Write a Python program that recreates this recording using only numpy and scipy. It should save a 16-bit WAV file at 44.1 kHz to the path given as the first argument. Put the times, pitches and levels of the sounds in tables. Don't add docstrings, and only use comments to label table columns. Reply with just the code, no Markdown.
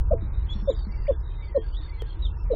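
import sys
import numpy as np
from scipy import signal
from scipy.fft import rfft, irfft
from scipy.io import wavfile

SR = 44100
rng = np.random.default_rng(int(sys.argv[2]) if len(sys.argv) > 2 else 0)


def master_out(mix):
    frames = np.transpose(np.atleast_2d(mix))
    ceiling = np.clip(frames, -1, 1)
    pcm = np.round(ceiling * 32767).astype(np.int16)
    wavfile.write(sys.argv[1], SR, pcm)


def invert_db(level):
    return 10 ** (np.asarray(level, dtype=float) / 20)


N = 112455

# start_s, level_db
WIND_STRENGTH = [(0, 3), (.8, 1), (1.5, -2), (1.95, -3), (2.2, -1.5), (2.55, 0.5)]
# pitch_hz, level_db
RUMBLE_SPECTRUM = [(9, -24), (20, -9), (40, 0.5), (68, -3), (85, -10.5), (135, -19), (175, -29.5),
                   (260, -41.5), (500, -110)]
# pitch_hz, level_db
AIR_SPECTRUM = [(150, -42), (250, -8), (329, 3), (690, -10.5), (932, -5.5), (2270, -17), (3390, -18),
                (3750, -11), (5000, -37), (6500, -59.5), (11000, -120)]
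RUMBLE_DB, AIR_DB, GUST_DB = -28, -52.5, 3
HUM_HZ, HUM_WIDTH_HZ, HUM_DB = 934, 26, -63

# start_s (within the whistle), length_s, level_db, pitch_hz
WHISTLE_STEPS = [
    (.005, .028, 0.5, 2056),
    (0.041, .03, 2, 2268),
    (0.066, .03, -5.5, 2250),
    (.095, .03, -0.5, 2056),
    (0.145, .03, -1.5, 1930),
    (.165, .06, -2.5, 1837),
    (.245, .04, -1.5, 1620),
]
# start_s, level_db
WHISTLE_REPEATS = [
    (0.382, -64.5),
    (.88, -55.5),
    (1.379, -53),
    (1.881, -53),
]
# pitch_hz, level_db
YARD_ECHOES = [(1605, -2), (1837, 0.91), (2056, -0.4), (2268, 1)]
WHISTLE_EDGE_S, YARD_T60_S = 0.0029, 0.088
# start_s, length_s, start_hz, end_hz, level_db
TWITTER_NOTES = [(1.75, .03, 2950, 3850, -50), (1.733, .035, 3000, 3700, -51),
                 (1.8, 0.074, 3700, 3600, -58.5), (1.858, 0.026, 1500, 2200, -56.5),
                 (0.0016, 0.03, 3000, 3000, -66), (.21, 0.065, 3720, 3700, -77),
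                 (0.51, .06, 4200, 3450, -63.5), (.33, 0.1, 3750, 3700, -70.5),
                 (.41, 0.06, 2600, 4800, -73), (0.74, 0.076, 3700, 2980, -67.5),
                 (1.1, 0.062, 3600, 3300, -62.5), (1.085, 0.029, 3400, 4100, -62),
                 (1.3, 0.07, 3200, 3020, -70.5), (1.3, 0.058, 2550, 2520, -68.5),
                 (1.4, 0.032, 3700, 3650, -55.5), (2.1, 0.038, 3250, 3250, -56),
                 (.535, .14, 5550, 5400, -66), (.535, .095, 4300, 4300, -66),
                 (0.69, 0.055, 6850, 7200, -64), (0.76, 0.11, 4770, 4280, -57.5),
                 (.74, 0.12, 3750, 3650, -63.5), (0.91, 0.18, 4640, 4710, -65),
                 (1.062, 0.026, 1500, 3400, -50), (1.2, .03, 5000, 5300, -69.5),
                 (.92, 0.152, 2750, 2750, -67.5), (1.552, .025, 4400, 3900, -60),
                 (2.06, 0.03, 3200, 3600, -65.5), (1.75, .1, 1900, 1800, -63.5),
                 (0.88, 0.1, 5427, 5400, -74), (1.235, 0.24, 3800, 3600, -63),
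                 (1.435, 0.064, 4620, 4535, -65.5), (1.574, 0.068, 3200, 3250, -60.5),
                 (1.632, 0.13, 4490, 4610, -66.5), (1.814, 0.094, 4310, 4495, -61),
                 (1.94, 0.091, 4240, 4350, -66.5), (2.063, 0.076, 4320, 4250, -63.5),
                 (2.3, .06, 2700, 2720, -67.5), (2.365, 0.076, 2550, 2750, -67),
                 (2.367, 0.081, 5400, 5350, -69.5), (2.513, .05, 4100, 3700, -57.5)]
TWITTER_WIDTH_HZ = 80

# start_s, level_db (peak), pitch_hz
FOOT_KNOCKS = [
    (0.112, -30.5, 200),
    (0.219, -35.5, 320),
    (0.223, -31, 200),
    (.553, -28, 200),
    (.624, -30, 200),
    (.867, -29, 200),
    (1.80, -40.5, 307.4),
    (2.024, -37.5, 434),
    (2.17, -41, 330),
]
KNOCK_T60_S = 0.14

# start_s, level_db, pitch_hz
CHICK_PEEPS = [
    [(.482, -73.5, 2982), (.49, -52, 3203), (.502, -42.5, 3366), (.53, -40, 3417), (.545, -52.5, 3460),
     (.56, -65, 3445), (.63, -70, 3506)],
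    [(.674, -67.5, 3590), (.68, -49.5, 3598), (.7, -43.5, 3570), (.709, -45, 3972), (.716, -46, 3665),
     (.727, -58.5, 3154), (.734, -63.5, 3000)],
    [(1.77, -71, 3697), (1.783, -48.5, 3920), (1.795, -56, 3650), (1.82, -65, 3410)],
    [(1.992, -65, 3346), (2.006, -46, 3307), (2.018, -51, 3144), (2.028, -63.5, 3040)],
    [(2.221, -78, 3816), (2.225, -42, 3898), (2.248, -47.5, 3720), (2.256, -33.5, 3627),
     (2.262, -49.5, 3490), (2.269, -43.5, 3203), (2.276, -63.5, 3106), (2.285, -56.5, 3173),
     (2.293, -74, 3180)],
]
PEEP_OCTAVE_DB, PEEP_WAVER, PEEP_ROOM_DB, PEEP_T60_S = -30, 0.004, -13.5, 0.3

# start_s, length_s, level_db, start_hz, end_hz
HEN_CLUCKS = [
    (0.107, 0.017, -16.5, 585, 664),
    (.128, .011, -14.5, 565, 521),
    (0.6729, .029, -13.5, 570, 524.5),
    (1.079, 0.03, -13.5, 586, 526),
    (1.545, .031, -13.5, 563, 519.7),
    (2.5, 0.026, -17.5, 542.6, 452),
    (2.532, 0.0081, -20.5, 555, 637),
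]
# pitch_hz, level_db, t60_s
COOP_RINGS = [(200, 8, .12), (330, -2, 0.09), (441.7, -10.5, 0.12), (532.6, -28, 0.075), (665, -14, 0.23),
              (920, -40.5, 0.13)]
SWELL_POWER, SWELL_TURN, EFFORT_HZ = 1.23, 1.23, 74
RELEASE_S, OCTAVE_DB, CLUCK_WAVER = 0.003, -26.5, 0.013
GULP_DB, GULP_S, GULP_HZ_PER_S = -15.5, 0.012, 11100

# start_s, pitch_hz
HISS_CEILING = [(0, 1750), (.165, 2600), (.4, 2700), (.46, 3400), (.635, 1750), (.675, 2500), (.83, 1750),
                (.86, 2400), (1.06, 3800), (1.12, 2150), (1.2, 2300), (1.43, 3800), (1.53, 2400),
                (1.575, 1250), (1.62, 3700), (1.725, 1750), (1.8, 3800), (2.05, 3100), (2.1, 3800),
                (2.255, 1750), (2.31, 2100), (2.39, 1750), (2.44, 2600), (2.5, 3600)]
FRAME = 1411
GATE_FROM_HZ, GRIT_DB, FAINTEST_DB = 1180, -23.5, -101
GATE_DB, SPARE_DB, GATE_CHANCE_DB = 5.3, 5, 5
# start_s, level_db
TICKS = [
    (.113, -52),
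    (0.128, -53.5),
    (.145, -55),
]
GLITCH_S, SKIPPED_S = 2.0209, 0.067
GLITCH_DB, GLITCH_FALL_S, GLITCH_HZ = -28, 0.0091, 434
OPENING_DB, OPENING_S, OFFSET = -21, 0.008, 0.0028


def at_hz(points, hz):
    points_hz, db = np.transpose(points)
    return np.interp(np.log(hz + 1), np.log(points_hz), db)


def rms_one(x):
    return x / np.sqrt(np.mean(x ** 2) + 1e-20)


def drift(rate):
    knots = rng.standard_normal(int(N / SR * 400) + 2)
    return np.interp(np.arange(N) / SR * rate, np.arange(len(knots)), knots)


def ring(x, hz, t60):
    r = invert_db(-60 / (t60 * SR))
    w = 2 * np.pi * hz / SR
    return signal.lfilter([(1 - r * r) / 2, 0, (r * r - 1) / 2], [1, -2 * r * np.cos(w), r * r], x + 1e-18)


def coloured(spectrum):
    hz = np.arange(N // 2 + 1) * SR / N
    white = rfft(rng.standard_normal(N))
    return rms_one(irfft(white * invert_db(at_hz(spectrum, hz)), N))


def tone(gain, hz, octave_db):
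    phase = 2 * np.pi * np.cumsum(hz) / SR
    return gain * (np.sin(phase) + invert_db(octave_db) * np.sin(2 * phase))


def glide(rows, t, octave_db, waver):
    s, db, hz = np.transpose(rows)
    gain = np.sqrt(2) * invert_db(np.interp(t, s, db, left=-200, right=-200))
    pitch = np.interp(t, s, hz) * (1 + waver * drift(150))
    return tone(gain, pitch, octave_db)


def wind_and_air(t):
    hum = rms_one(ring(rng.standard_normal(N), HUM_HZ, 2.2 / HUM_WIDTH_HZ))
    wind_db = np.interp(t, *np.transpose(WIND_STRENGTH))
    rumble = invert_db(RUMBLE_DB + wind_db + GUST_DB * drift(1.5)) * coloured(RUMBLE_SPECTRUM)
    hiss = invert_db(AIR_DB + 0.49 * wind_db) * coloured(AIR_SPECTRUM)
    return rumble + hiss + invert_db(HUM_DB) * hum


def far_whistle(t):
    clock = t + SKIPPED_S * (t > GLITCH_S)
    whistle = 0
    for s, db in WHISTLE_REPEATS:
        for at, length, note_db, hz in WHISTLE_STEPS:
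            to_edge = np.minimum(clock - s - at, s + at + length - clock)
            gate = np.clip(to_edge / WHISTLE_EDGE_S + 0.5, 0, 1)
            whistle = whistle + invert_db(db + note_db) * gate * np.sin(2 * np.pi * hz * t)
    whistle = whistle * invert_db(2.5 * drift(70))
    echoes = sum(invert_db(db - 5) * ring(whistle, hz, YARD_T60_S) for hz, db in YARD_ECHOES)
    return invert_db(-6) * whistle + echoes


def sparrows(t):
    blur = signal.butter(3, [15, TWITTER_WIDTH_HZ], "band", fs=SR, output="sos")
    out = 0
    for s, length, start_hz, end_hz, db in TWITTER_NOTES:
        u = (t - s) / length
        gate = np.clip(np.minimum(u, 1 - u) * length / 0.023 + 0.5, 0, 1)
        flutter = 0.87 + rms_one(signal.sosfilt(blur, rng.standard_normal(N)))
        gain = invert_db(db + 0.72 * drift(30)) * gate * flutter
        out = out + tone(gain, start_hz + (end_hz - start_hz) * np.clip(u, 0, 1), -94)
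    return out


def foot_knocks(t):
    out = 0
    for s, db, hz in FOOT_KNOCKS:
        fade = invert_db(db - 60 * np.abs(t - s) / KNOCK_T60_S)
        attack = np.clip((t - s) / 0.0032, 0, 1)
        out = out + fade * attack * np.sin(2 * np.pi * hz * (t - s))
    return out


def chick(t):
    peeps = sum(glide(rows, t, PEEP_OCTAVE_DB, PEEP_WAVER) for rows in CHICK_PEEPS)
    k = np.arange(SR // 3)
    tail = rng.standard_normal(len(k)) * invert_db(-60 * k / SR / PEEP_T60_S)
    tail = tail / np.sqrt(np.sum(tail ** 2))
    return peeps + invert_db(PEEP_ROOM_DB) * signal.fftconvolve(peeps, tail)[:N]


def hen(t):
    voice = 0
    for s, length, db, start_hz, end_hz in HEN_CLUCKS:
        u = np.clip((t - s) / length, 0, 1)
        after = np.clip(t - s - length, 0, 0.03)
        held = np.clip(1 - after / RELEASE_S, 0, 1)
        turn = min(SWELL_TURN + abs(end_hz - start_hz) / EFFORT_HZ, 3)
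        swell = np.sin(turn * u) ** SWELL_POWER
        gulp = invert_db(GULP_DB) * (1 - held) * np.clip(1.6 - after / GULP_S, 0, 1)
        gain = invert_db(db) * swell * (held + gulp)
        hz = start_hz + (end_hz - start_hz) * u ** 2.1 - GULP_HZ_PER_S * after
        voice = voice + tone(gain, hz * (1 + CLUCK_WAVER * drift(100)), OCTAVE_DB - 30 * (1 - u))
    coop = 0
    for k, (hz, db, t60) in enumerate(COOP_RINGS):
        coop = coop + invert_db(db + 14.5) * ring(voice, hz, t60) * (-1) ** k
    return voice + coop


def scene():
    t = np.arange(N) / SR
    outside = wind_and_air(t) + far_whistle(t) + sparrows(t)
    return (outside + foot_knocks(t) + chick(t) + hen(t))[None]


def band_gate(x):
    hz, s, z = signal.stft(x, SR, nperseg=2 * FRAME, noverlap=FRAME, boundary="even")
    start, top_hz = np.transpose(HISS_CEILING)
    top_hz = top_hz[np.clip(np.searchsorted(start, s) - 1, 0, None)]
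    grit = np.exp(2j * np.pi * rng.random(z.shape))
    edges = GATE_FROM_HZ * 2 ** (np.arange(22) / 8)
    for low, high in zip(edges, edges[1:]):
        band = (hz >= low) & (hz < high)
        level = 10 * np.log10(np.mean(np.abs(z[band]) ** 2, axis=0) + 1e-20)
        usual = max(np.percentile(level, 25), FAINTEST_DB)
        chance = np.repeat(rng.standard_normal(len(level)), 3)[:len(level)]
        luck_db = GATE_CHANCE_DB * chance * (high <= top_hz) * min(low / 2000, 1) ** 2
        margin = level - usual - np.where(high > top_hz, GATE_DB, -SPARE_DB) + luck_db
        for at, length, start_hz, end_hz, db in TWITTER_NOTES:
            now_hz = np.interp(s, [at, at + length], [start_hz, end_hz])
            margin[(now_hz >= low) & (now_hz < high) & (s > at) & (s < at + length)] = 9
        z[band] += invert_db(GRIT_DB) * np.abs(z[band]).max(axis=0) * grit[band]
        z[band] *= 1 / (1 + np.exp(-5 * np.clip(margin, -9, 9)))
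    z[hz >= edges[-1]] = 0
    return signal.istft(z, SR, nperseg=2 * FRAME, noverlap=FRAME)[1][:N]


def roll_off(x):
    return signal.sosfilt(signal.butter(12, 16000, fs=SR, output="sos"), x)


def record(dry):
    t = np.arange(N) / SR
    since = t - GLITCH_S
    fall = (since > 0) * np.exp(-np.abs(since) / GLITCH_FALL_S)
    skip = invert_db(GLITCH_DB) * fall * np.cos(2 * np.pi * GLITCH_HZ * since)
    ticks = sum(invert_db(db) * np.exp(-np.abs(t - s) / 0.0001) for s, db in TICKS)
    gated = band_gate(dry[0])
    opening = (invert_db(OPENING_DB) + gated[0]) * np.exp(-(t / OPENING_S) ** 2)
    mix = gated + skip + ticks - opening + OFFSET
    return roll_off(mix[None])


dry = scene()
out = record(dry)
master_out(out)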